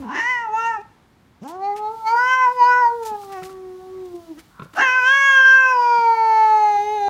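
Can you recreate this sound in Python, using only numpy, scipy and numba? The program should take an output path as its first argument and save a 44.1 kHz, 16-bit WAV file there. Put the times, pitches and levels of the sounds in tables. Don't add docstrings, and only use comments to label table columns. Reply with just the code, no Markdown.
import sys
import numpy as np
from scipy import signal
from scipy.fft import rfft, irfft
from scipy.io import wavfile
from scipy.ndimage import uniform_filter1d
from numba import njit

SR = 44100
rng = np.random.default_rng(int(sys.argv[2]) if len(sys.argv) > 2 else 0)


def gain_from_decibels(decibels):
    exponent = np.asarray(decibels, float) / 20
    return 10 ** exponent


def master(y):
    cut = np.clip(np.atleast_2d(y).T, -1, 1)
    pcm = np.round(cut * 32767)
    wavfile.write(sys.argv[1], SR, pcm.astype(np.int16))


N = 312669


def cat():
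    return calls() + onset_rasps() + murmur()


# [t/s, pitch f/Hz, level/dB, jaw resonance/multiple of pitch, brightness/dB]
MEOW_1 = [(0.15, 425.7, -52, 1.9, 20), (0.175, 443, -39, 1.9, 2.5), (0.21, 456, -31, 1.9, 9),
          (0.225, 463, -32, 2.29, 7.5), (0.305, 508.8, -25, 2.28, 5.5), (0.385, 476.3, -30, 2.26, 4),
          (0.425, 466, -27.5, 2.35, -5), (0.455, 452, -25, 2.33, -19)]
MEOW_2 = [(0.491, 422.4, -27, 1.79, -32), (0.519, 432, -29.5, 1.7, -24.5),
          (0.544, 439.6, -17.5, 1.93, -25.5), (0.592, 453.7, -20, 2.62, -14), (0.688, 462.3, -24, 2.34, -3),
          (0.76, 435, -26, 2.56, -12), (0.79, 391.6, -32.5, 1.62, -22.5), (0.819, 434, -49, 1.4, -6)]
ONSET = [(1.41, 170.3, -59, 1.11, -22), (1.42, 176.2, -34, 1.0, -20), (1.436, 224.8, -33.5, 1.1, -20),
         (1.447, 268.3, -40.5, 1.4, -7), (1.465, 267.8, -31.5, 1.3, -12.5), (1.48, 298.7, -39, 1.3, -14.5),
         (1.5, 325.2, -36, 1.3, -17.5), (1.52, 342.3, -36.5, 1.5, -16), (1.565, 376.8, -32, 1.44, -19.5)]
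RISE = [(1.58, 374.6, -32, 1.6, -32.5), (1.644, 397, -23, 1.82, -24.5), (1.694, 408.4, -21.5, 1.81, -26),
        (1.729, 405.6, -26.5, 1.7, -19), (1.77, 420, -31.5, 1.6, -40), (1.87, 426.7, -23.5, 1.76, -31),
        (1.936, 450.7, -31, 1.58, -45), (2.003, 447.5, -34, 2.35, -34)]
OPENING = [(2.041, 440.6, -28, 2.07, -35), (2.074, 441.3, -16.5, 2.08, -16.5),
           (2.155, 475.4, -15.5, 1.75, -29), (2.172, 472, -18, 2.32, -16.5)]
YOW_1 = [(2.199, 491.6, -16.5, 2.47, -16), (2.301, 512.7, -17.5, 2.45, -10), (2.337, 515, -15, 2.5, -9),
         (2.365, 516, -19.5, 2.32, -9.5), (2.446, 507.9, -13.5, 2.28, -15), (2.48, 487, -13, 1.98, -25.5),
         (2.531, 506.7, -33, 1.55, -15.5)]
YOW_2 = [(2.549, 497.6, -35, 1.46, -20), (2.592, 498, -19.5, 1.9, -19.5), (2.618, 481.8, -9, 1.965, -26.5),
         (2.682, 494.5, -14.5, 2.48, -20), (2.73, 491.5, -14.5, 2.69, -14),
         (2.802, 495.8, -16.5, 2.53, -15.5), (2.864, 469, -12.5, 2.12, -20.5),
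         (2.963, 472.5, -29, 1.53, -39), (3.153, 415, -26.5, 1.78, -21)]
MOAN_1 = [(3.199, 408, -38.5, 1.67, -37.5), (3.275, 390.5, -38.5, 1.34, -25), (3.329, 393, -32, 1.5, -16),
          (3.38, 369.2, -30, 1.53, -9), (3.415, 371, -35.5, 1.36, -13), (3.505, 382, -36.5, 1.33, -27.5),
          (3.69, 369.7, -35.5, 0.98, -30)]
MOAN_2 = [(3.76, 369.2, -37.5, 0.94, -28), (3.82, 372, -41.5, 1.48, -24.5), (3.95, 376, -34, 1.05, -39),
          (4.03, 371, -32, 0.94, -40), (4.131, 348.3, -39.5, 0.8, -27.5), (4.146, 350.4, -29.5, 1.07, -43),
          (4.255, 331.7, -54, 1.62, -9), (4.315, 324, -30.5, 0.96, -36), (4.36, 276, -50.5, 1.1, -25),
          (4.384, 332, -39.5, 1.01, -9.5), (4.43, 299, -67, 1.23, -23.9)]
CRY = [(4.81, 535, -15, 2.9, -11), (4.83, 538, -15, 2.7, -8), (4.89, 504.8, -17, 2.77, -6),
       (4.975, 513.5, -16, 2.77, -10.5)]
WAIL = [(5.029, 497.8, -18, 2.73, -9.5), (5.085, 523.7, -12, 2.79, -13.5),
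        (5.125, 547.4, -12.5, 2.79, -14.5), (5.149, 551, -16, 2.72, -8.5), (5.261, 549.5, -15, 2.726, -8.5)]
PEAK = [(5.401, 530, -9, 2.85, -17.5), (5.43, 528.7, -7.5, 2.92, -21.5), (5.553, 526.8, -7, 2.917, -22.5),
        (5.635, 522, -12, 2.87, -15.5), (5.705, 513.5, -16.5, 2.77, -11)]
SLIDE = [(5.78, 487, -16.5, 2.56, -29), (5.955, 472.2, -15.5, 2.67, -17.5), (6.192, 448.9, -14, 2.54, -22),
         (6.436, 435.9, -12, 2.536, -22), (6.52, 433.1, -14.5, 2.6, -21), (6.764, 410, -15.5, 2.43, -21.5)]
CLOSE = [(6.782, 408.1, -19, 1.89, -18.5), (6.84, 416, -22.5, 1.82, -18), (6.949, 426.3, -22.5, 1.76, -18),
         (7.006, 407.7, -22, 1.85, -20.5), (7.085, 401.3, -18, 1.87, -21)]
PHRASES = [(MEOW_1, MEOW_2), (ONSET, RISE, OPENING, YOW_1, YOW_2, MOAN_1, MOAN_2),
           (CRY, WAIL, PEAK, SLIDE, CLOSE)]
# [t/s, cheek/multiple of pitch, cheek level/dB, throat ring/multiple of pitch, ring level/dB]
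TONGUE_1 = [(.155, 6.3, -12, 12, -19.5), (.23, 6, -26, 12.6, -27), (.31, 6, -23, 11, -31.5),
            (.4, 6, -23, 11.5, -37), (.5, 6, 3, 14.5, -16), (.58, 6, 2, 15, -17.5), (.63, 6, 3, 12, -22),
            (0.669, 6, -2.5, 14.2, -23.5), (.72, 5.8, -22, 14.5, -45), (.82, 6, 7, 14, -30)]
TONGUE_2 = [(1.41, 6.2, -21, 20, -24), (1.57, 5, -13, 11, -18), (1.65, 5.55, 16.5, 10.8, -6.5),
            (1.72, 4.93, 17, 10.8, -19), (1.85, 5.4, 8, 9.5, -1.5), (2.1, 4.8, 21, 10, -7),
            (2.199, 5.7, -28.5, 10.1, -10), (2.3, 5.6, 2.5, 10.5, -22.5), (2.401, 5.28, -9.5, 11.1, -24),
            (2.65, 5.44, 1, 9.4, -6.5), (2.748, 5.1, -10, 11.26, -22), (2.85, 3.3, -22.5, 10.45, -17),
            (3.0, 6, -9, 8, -10.5), (3.15, 6.8, 2, 5.9, -32.5), (3.4, 6.95, 0, 14.4, -38),
            (3.8, 6.4, -20, 10, -8), (4.429, 5.8, 1, 9.2, -11)]
TONGUE_3 = [(4.81, 5.39, 5, 12, -28.5), (4.9, 5.32, 7.5, 11.1, -25), (5, 5.1, 8.5, 10.3, -25.5),
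            (5.1, 5.63, 19.5, 10.7, -23), (5.2, 5.5, -1, 10.7, -22.5), (5.3, 5.57, 8, 12.7, -25),
            (5.4, 5.62, 15.5, 10.4, -26), (5.5, 5.6, 17, 10.5, -15), (5.6, 5.28, 12.5, 11, -24.5),
            (5.701, 4.92, 14, 10.6, -16), (5.8, 5.6, 3.5, 10.2, -3.5), (5.899, 4.9, 18, 10.4, -6.5),
            (6, 5, 19.5, 10, -12.5), (6.15, 5.08, 6.5, 9.9, -15), (6.5, 5.27, 1, 9.6, -13),
            (6.7, 5.3, 8, 9.85, -14), (6.9, 5.3, 13.5, 8.85, -12), (7.09, 5.53, -2, 9.8, -5)]
# [mouth resonance/multiple of pitch, breath level/dB,
# steepness of the lips above the jaw resonance/1, seventh partial/dB, palate resonance/dB]
COLOURS = [
    [(4.01, -29, 0.88, 1.5, 8), (4.01, -23, 1.21, -3, 10.5)],
    [(4.1, -18.5, 0.6, -1.5, 0), (4.01, -26, 1.17, -3.5, 0.5), (4.01, -17.5, 0.65, 1, 0),
     (4.01, -24, 0.88, -1.5, 0.5), (4.01, -26, 1.42, -5, -0.5), (4.6, -22.5, 0.73, 0, -3),
     (4.1, -22, 0.93, -1, 1)],
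    [(4.01, -26.5, 1.67, 0, 1), (4.01, -17, 1.39, -1, 1), (4.01, -24, 2.65, -16.5, -2),
     (4.01, -22.5, 2.54, 3.5, -0.5), (4.01, -25, 2.01, 5, -2)],
]


def calls():
    out = np.zeros(N)
    for call in zip(PHRASES, (TONGUE_1, TONGUE_2, TONGUE_3), COLOURS):
        add(out, *yowl(*call), fade_s=0.00047)
    return out


# [t/s, length/s, second partial/dB, third partial/dB]
NOSE = [
    (1.483, 0.029, -10, 10.5),
    (3.62, 0.014, -9, -4),
    (3.765, 0.017, -10, 7),
    (3.945, 0.027, -17, 8),
]
# [f/Hz, level per Hz/dB]
BREATH = [(900, -21), (2000, -13.5), (3000, -8.5), (3900, -27.5), (5300, -9), (6300, -10.5), (7300, -15.5),
          (8300, -24), (11500, -29), (15500, -33)]
# [f/Hz, level/dB]
THROAT = [(1500, -9.5), (2400, -29.5), (3300, -25), (3800, -31.5), (4600, -26.5), (5500, -27),
          (6300, -18.5), (7200, -34.5), (9000, -44), (11500, -38.5), (13000, -42), (14500, -43),
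          (15500, -46)]


def yowl(syllables, tongue, colours):
    i0, (hz, db, jaw, bright_db) = curves([row for rows in syllables for row in rows])
    n = len(hz)
    hz = uniform_filter1d(hz, SR // 60, mode="nearest")
    mouth, breath_db, lips, seventh_db, palate_db = vowel_glide(syllables, colours, i0, n)
    upper_db = db + bright_db
    partials = gain_from_decibels(db) * jaw_gains(jaw, lips)
    t = (i0 + np.arange(n)) / SR
    for s, length, second_db, third_db in NOSE:
        opening = np.exp(-((t - s) / length) ** 2)
        partials = partials * gain_from_decibels(np.outer([0, second_db, third_db], opening))
    wobble = 0.0011 * walk(n, 39.46)
    phase = 2 * np.pi * np.cumsum(hz * (1 + wobble)) / SR
    low = sum(gain * np.sin(k * phase + k) for k, gain in enumerate(partials, 1))
    upper = upper_partials(i0, hz, phase, tongue, mouth, seventh_db, palate_db)

    puffs = coloured(BREATH, n) * (1 + 0.86 * np.cos(phase)) * gain_from_decibels(1.1 * walk(n, 27))
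    smear = low * unit(smooth_twice(rng.standard_normal(n), 200, 200))
    half_db = upper_db - 20 + 1.4 * (breath_db + 18) + 4.8 * walk(n, 52)
    half = partials[2] * gain_from_decibels(half_db) * np.sin(3 * phase / 2)
    open_db = upper_db - 2 * np.maximum(-67.0 - upper_db, 0)
    voiced = low + half + gain_from_decibels(open_db) * upper
    breath = gain_from_decibels(0.64 * upper_db - 10.5) * puffs + 0.5 * smear
    return i0, np.sqrt(2) * voiced + gain_from_decibels(breath_db) * breath


def upper_partials(i0, hz, phase, tongue, mouth, seventh_db, palate_db):
    n, hop = len(hz), 16
    s, *columns = np.transpose(tongue)
    slow_t = (i0 + np.arange(0, n, hop)) / SR
    cheek, cheek_db, ring, ring_db = (np.interp(slow_t, np.maximum.accumulate(s), c) for c in columns)
    pitch, m = hz[::hop], len(ring)
    mouth_hz, cheek_hz, ring_hz = (mouth * hz)[::hop], cheek * pitch, ring * pitch

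    def fill(slow):
        return np.interp(np.arange(n), np.arange(m) * hop, slow)

    upper, power = 0, 0
    for k in range(4, 36):
        f = k * pitch
        gain = gain_from_decibels(shape_db(THROAT, f) + 2.5 * walk(m, 8 * hop))
        gain = gain + peak(f, mouth_hz, 260) + gain_from_decibels(cheek_db) * peak(f, cheek_hz, 300)
        power = power + gain ** 2 * np.clip((3500 - f) / 200, 0, 1)
        lift = (1 + gain_from_decibels(cheek_db)) * gain_from_decibels(-3.5 + 0.54 * (ring_db + 8)) if k > 6 else 1
        gain = gain * lift + gain_from_decibels(ring_db) * (1 + gain_from_decibels(cheek_db)) * peak(f, ring_hz, 400)
        gain = gain * gain_from_decibels(seventh_db[::hop] * (k == 7) + palate_db[::hop] * (k in (8, 9)))
        near_teeth = np.exp(-(np.minimum(f - 6000, 0) / 1800) ** 2)
        flutter_db = 2.5 * near_teeth * walk(m, 150 * hop)
        patches_db = 4 * (k > 14) * walk(m, 4 * hop)
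        gain = gain * gain_from_decibels(flutter_db + patches_db)
        blur = np.clip((f - 4200) / 4000, 0, 2.6) * 1.1 * walk(m, 110 * hop)
        upper = upper + fill(gain * (f < 15500)) * np.sin(k * phase + k * k + fill(blur))
    return upper / fill(np.sqrt(power))


def jaw_gains(jaw, lips):
    away = np.arange(1, 4)[:, None] - jaw
    below = (1 + (away / 0.25) ** 2) ** (-2.09 / 2)
    above = (1 + (away / 0.089) ** 2) ** (-lips / 2)
    gain = np.where(away < 0, below, above)
    return gain / np.sqrt(np.sum(gain ** 2, axis=0))


def vowel_glide(syllables, vowels, i0, n):
    glide_s = 0.081
    starts = [rows[0][0] * SR - i0 for rows in syllables[1:]]
    held = np.array(vowels, float)[np.searchsorted(starts, np.arange(n))]
    return uniform_filter1d(held, int(glide_s * SR), axis=0, mode="nearest").T


# [t/s, level/dB, fold slaps f/Hz, mouth resonance f/Hz, jaw resonance share/dB]
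RASP = [
    [(0.02, -42, 265.4, 1300, 9), (0.06, -41, 232.8, 1360, 13), (0.1, -28, 252, 1390, 10),
     (0.135, -29.5, 270.9, 1720, 1.5), (0.165, -24, 288.7, 1830, -9.5), (0.195, -24, 301, 1910, -6),
     (0.225, -32.5, 298, 1920, -12), (0.29, -46, 302, 2130, -4)],
    [(4.748, -47.5, 330, 1450, 1), (4.775, -21.5, 345.7, 1400, -3.5), (4.797, -13.5, 380.4, 1570, -7.5),
     (4.815, -17, 424, 1720, -6), (4.83, -19, 456.6, 1860, -12), (4.845, -29, 490, 1700, -16),
     (4.9, -32.5, 476, 1600, -5)],
]
# [start f/Hz, end f/Hz, slap jitter/0-1, air share/1]
RASP_JAW = [
    (936, 1070, .05, 0.057),
    (678, 1170, .13, 0.15),
]


def onset_rasps():
    out = np.zeros(N)
    for table, jaw in zip(RASP, RASP_JAW):
        add(out, *rasp(table, jaw))
    return out


def rasp(table, jaw):
    i0, (db, pulse_hz, mouth_hz, jaw_db) = curves(table, smooth_s=0.0079)
    n = len(db)
    jaw_from_hz, jaw_to_hz, jitter, air = jaw
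    chance = rng.standard_normal((200, 2))
    cycles = np.cumsum(pulse_hz) / SR
    at = np.searchsorted(cycles, np.cumsum(np.exp(jitter * chance[:, 0])))
    drive = air * rng.standard_normal(n)
    drive[at[at < n]] += gain_from_decibels(1.5 * chance[at < n, 1])
    soft = smooth_twice(drive, 9, 11)
    jaw_hz = np.linspace(jaw_from_hz, jaw_to_hz, n)
    out = twice(soft, mouth_hz, 380.0) + gain_from_decibels(jaw_db) * twice(soft, jaw_hz, 278.0)
    # f/Hz, width/Hz, share/dB
    for hz, width, share_db in ((330, 420.0, -19.0), (2780, 480.0, -16.5),
                                (4070, 1900.0, -35), (5680, 2100.0, -31.0)):
        centre = hz * np.ones(n)
        out = out + gain_from_decibels(share_db) * band(twice(drive, centre, width), centre, width)
    return i0, gain_from_decibels(db) * out / np.sqrt(uniform_filter1d(out ** 2, size=600, mode="reflect"))


# [t/s, pitch f/Hz, level/dB]
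MURMUR = [(0.0, 294, -33.5), (0.064, 214, -33), (0.2, 390, -42)]


def murmur():
    out = np.zeros(N)
    i0, (hz, db) = curves(MURMUR)
    phase = 2 * np.pi * np.cumsum(hz * (1 + 0.111 * walk(len(hz), 92.5))) / SR
    add(out, i0, np.sqrt(2) * gain_from_decibels(db) * (np.sin(phase) + 0.24 * np.sin(2 * phase)))
    return out


def handling():
    return scuffs() + pats() + fur_stroke()


# [t/s, peak level/dB, centre f/Hz, length/s, share of bass/dB]
SCUFFS = [(0.803, -61, 4530, 0.022, 17.5), (1.422, -53.5, 4820, 0.033, 8), (1.472, -30, 3930, 0.057, -25),
          (1.755, -42, 4600, 0.055, 8), (3.023, -30, 5650, 0.024, -4), (3.043, -27.5, 5780, 0.076, -15),
          (3.205, -40.5, 4900, 0.074, -40.5), (3.312, -38.5, 4820, 0.039, 4), (3.427, -35, 3224, 0.015, 12),
          (3.437, -33.5, 4303, 0.055, -13.5), (3.48, -41.5, 4310, 0.065, -14),
          (4.048, -39.5, 3610, 0.021, -14), (4.148, -37, 3585, 0.0253, -27),
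          (4.38, -37.5, 4744, 0.039, 0.5), (4.582, -50, 3700, 0.02, -9), (4.617, -46, 3700, 0.05, -9),
          (4.731, -34.5, 3630, 0.015, 4), (4.744, -40.5, 4160, 0.085, 4)]


def scuffs():
    out, t = np.zeros(N), np.arange(int(.15 * SR)) / SR
    ones = np.ones(len(t))
    for s, db, hz, length, bass_db in SCUFFS:
        grit = rng.standard_normal(len(t)) * gain_from_decibels(3.5 * rng.exponential(size=len(t)))
        bright = unit(band(grit, hz * ones, 9000.))
        dull = unit(band(grit, 2000 * ones, 1700.0))
        drag = np.sin(np.pi * np.clip(t / max(length, .004), 0, 1) ** 0.43)
        envelope = drag + 0.04 * np.exp(-t / 0.019)
        add(out, int(s * SR), gain_from_decibels(db - 11.5) * (bright + gain_from_decibels(bass_db) * dull) * envelope, fade_s=0.014)
    return out


# [t/s, peak level/dB, thud f/Hz, slap level/dB]
PATS = [
    (3.114, -35, 230, -9),
    (3.233, -49, 217.3, 12),
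    (3.299, -50, 290, 9),
    (3.421, -31.5, 174.5, -1),
    (3.493, -36.5, 244.5, 0),
    (4.595, -28, 180, 4),
    (4.619, -26, 147, 1.5),
    (4.653, -35.5, 162, -5),
    (4.735, -39, 303, 4.5),
    (5.982, -35.5, 210, -20),
]


def pats():
    out, t = np.zeros(N), np.arange(int(.15 * SR)) / SR

    def patter(hz, width):
        return unit(twice(rng.standard_normal(len(t)), hz * np.ones(len(t)), width))

    for s, db, hz, slap_db in PATS:
        thud = np.sin(2 * np.pi * hz * t) + 0.3 * patter(360, 300.0)
        thud = thud * np.exp(-t / 0.012) * (1 - np.exp(-t / 0.0022))
        slap = np.sin(2 * np.pi * 1350 * t) + 0.78 * np.sin(2 * np.pi * 1080 * t)
        slap = slap + 0.17 * patter(2350, 500.0) + 0.089 * patter(3700, 900.0)
        slap = slap * np.exp(-t / 0.005) * (1 - np.exp(-t / 0.0017))
        add(out, int(s * SR), gain_from_decibels(db) * (thud + gain_from_decibels(slap_db) * slap), fade_s=0.00087)
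    return out


# [t/s, level/dB]
STROKE = [
    (4.48, -73),
    (4.54, -58),
    (4.6, -50.5),
    (4.65, -56.5),
    (4.73, -65.5),
]


def fur_stroke():
    out = np.zeros(N)
    i0, (db,) = curves(STROKE)
    n = len(db)
    brush = sum(unit(twice(rng.standard_normal(n), hz * np.ones(n), 260.0)) for hz in (1080, 1420))
    add(out, i0, gain_from_decibels(db) * brush)
    return out


def room(x):
    t60_s, level_db, top_hz = 0.38, -18, 3100
    t = np.arange(int(.7 * SR)) / SR
    tail = coloured([(200, -6), (600, 0), (top_hz, 0), (9000, -14)], len(t))
    tail = tail * np.exp(-np.log(1000) * t / t60_s) * np.clip(t / 0.0051, 0, 1)
    return gain_from_decibels(level_db) * signal.fftconvolve(x, tail / np.sqrt(np.sum(tail ** 2)))[:N]


def night(loud):
    duck = (1 + uniform_filter1d(np.abs(loud), 4000) / 0.32) ** -.8
    return (night_hum() + rustle()) * duck + traffic()


# [f/Hz, level per Hz/dB]
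NIGHT = [(53, -49), (90, -3), (227, -3.5), (415, -10), (653, -15), (743, -10.5), (2230, -18.5), (2540, -23),
         (3360, -23), (15500, -44)]
# [t/s, level/dB]
HUSH = [(0.0, 6.5), (0.85, -2.5), (1.05, -2), (1.3, -6), (1.42, -2.5), (1.6, 1.5), (2.5, -1), (3.2, 0.5),
        (4.4, -1.8), (7.09, 0.1)]


def night_hum():
    hum = coloured(NIGHT, N) * gain_from_decibels(-54 + walk(N, 8))
    bass = smooth_twice(hum, 70, 70)
    return bass + (hum - bass) * gain_from_decibels(np.interp(np.arange(N) / SR, *np.transpose(HUSH)))


# [t/s, level/dB]
RUSTLE = [(0.0, -80), (0.51, -87.5), (0.81, -94.5), (1.4, -81.5), (1.97, -55), (2.9, -56.5), (3.37, -53),
          (3.63, -65), (4.15, -58.5), (4.68, -64.5), (4.95, -57), (5.15, -57.5), (7.09, -55.5)]


def rustle():
    db = np.interp(np.arange(N) / SR, *np.transpose(RUSTLE))
    hiss = coloured([(1500, -26.5), (3000, -3), (4200, 0.0), (6000, -4.5), (14000, -9.0), (16000, -2.5)], N)
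    return hiss * gain_from_decibels(db + 1.0 + 0.92 * walk(N, 11))


# [t/s, level/dB]
RUMBLE = [(0.0, -40), (0.12, -61.5), (2.13, -59), (2.25, -69), (2.84, -54.5), (6.44, -62), (7.09, -49.5)]


def traffic():
    db = np.interp(np.arange(N) / SR, *np.transpose(RUMBLE))
    return coloured([(28, -23.5), (45, 4.5), (100, 3.0), (140, -32.5)], N) * gain_from_decibels(db - 4.0)


def unit(x):
    return x / np.sqrt(np.mean(x ** 2))


def smooth_twice(x, first, second, axis=-1):
    return uniform_filter1d(uniform_filter1d(x, first, axis=axis), second, axis=axis)


def curves(table, smooth_s=.01):
    s, *columns = np.transpose(table)
    s_rising = np.maximum.accumulate(s)
    i0, i1 = int(s[0] * SR), min(int(s[-1] * SR), N)
    t = np.arange(i0, i1) / SR
    size = int(smooth_s * SR)
    return i0, [uniform_filter1d(np.interp(t, s_rising, c), size, mode="nearest") for c in columns]


def add(out, i0, x, fade_s=0.00145):
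    k = np.arange(len(x))
    fade = np.clip(np.minimum(k + 1, len(x) - k) / (fade_s * SR), 0, 1)
    out[i0:i0 + len(x)] += (x * fade)[:len(out) - i0]


def shape_db(table, hz):
    f, db = np.transpose(table)
    return np.interp(np.log(np.maximum(hz, 1)), np.log(f), db)


def coloured(table, n):
    spectrum = rfft(rng.standard_normal(n))
    hz = np.arange(len(spectrum)) * SR / n
    return unit(irfft(spectrum * gain_from_decibels(shape_db(table, hz)), n))


def walk(n, rate):
    k = int(SR / rate)
    return 1.3 * smooth_twice(np.repeat(rng.standard_normal(n // k + 1), k), k, k)[:n]


@njit
def band(x, hz, width):
    y, b, l = np.empty(len(x)), 0., 0.
    for i in range(len(x)):
        g, k = np.tan(np.pi * hz[i] / SR), width / hz[i]
        v = (b + g * (x[i] - l)) / (1 + g * (g + k))
        b, l, y[i] = 2 * v - b, l + 2 * g * v, k * v
    return y


def twice(x, hz, width):
    return band(band(x, hz, width), hz, width)


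def peak(f, hz, width):
    return 1 / (1 + ((f - hz) / width) ** 2) ** 2


def thin(x):
    f, t, z = signal.stft(x, SR, nperseg=2048, noverlap=1536)
    power = uniform_filter1d(np.abs(z) ** 2 + 1e-18, size=3, axis=1)
    around, here = (uniform_filter1d(power, size=size, axis=0) for size in (25, 5))
    gap_db = 10 * np.log10(around / here)
    patches = smooth_twice(rng.standard_normal(z.shape), 12, 1, axis=0)
    patches = uniform_filter1d(patches, size=22, axis=1)
    masked = np.clip((10 * np.log10(power.sum(axis=0)) + 37) / 8, 0, 1)
    middle = np.clip((f - 1500) / 900, 0, 1) * np.clip((5700 - f) / 900, 0, 1)
    first_gap = np.clip(1.4 - np.abs(f - 640) / 150, 0, .8)
    where = (middle + first_gap)[:, None] * masked
    chosen = np.clip(4 * (patches / patches.std() - 0.05 - 2 * (1 - where)), 0, 1)
    holes = np.clip(gap_db - 2.0, 0, 1) * chosen
    wide = uniform_filter1d(uniform_filter1d(patches, size=24, axis=0), size=14, axis=1)
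    air = np.clip(wide / wide.std() - 0.6, 0, 1.5) * np.clip((f - 7500) / 1500, 0, 1)[:, None]
    return signal.istft(z * gain_from_decibels(-24 * holes - 8.5 * air), SR, nperseg=2048, noverlap=1536)[1][:N]


def scene():
    near = cat() + handling()
    return (near + room(near) + night(near))[None]


def band_limit(x):
    return signal.sosfilt(signal.butter(12, 15560, fs=SR, output="sos"), x)


def record(dry):
    mix = thin(np.tanh(0.6 * dry[0]) / 0.59)[None]
    return band_limit(mix)


dry = scene()
out = record(dry)
master(out)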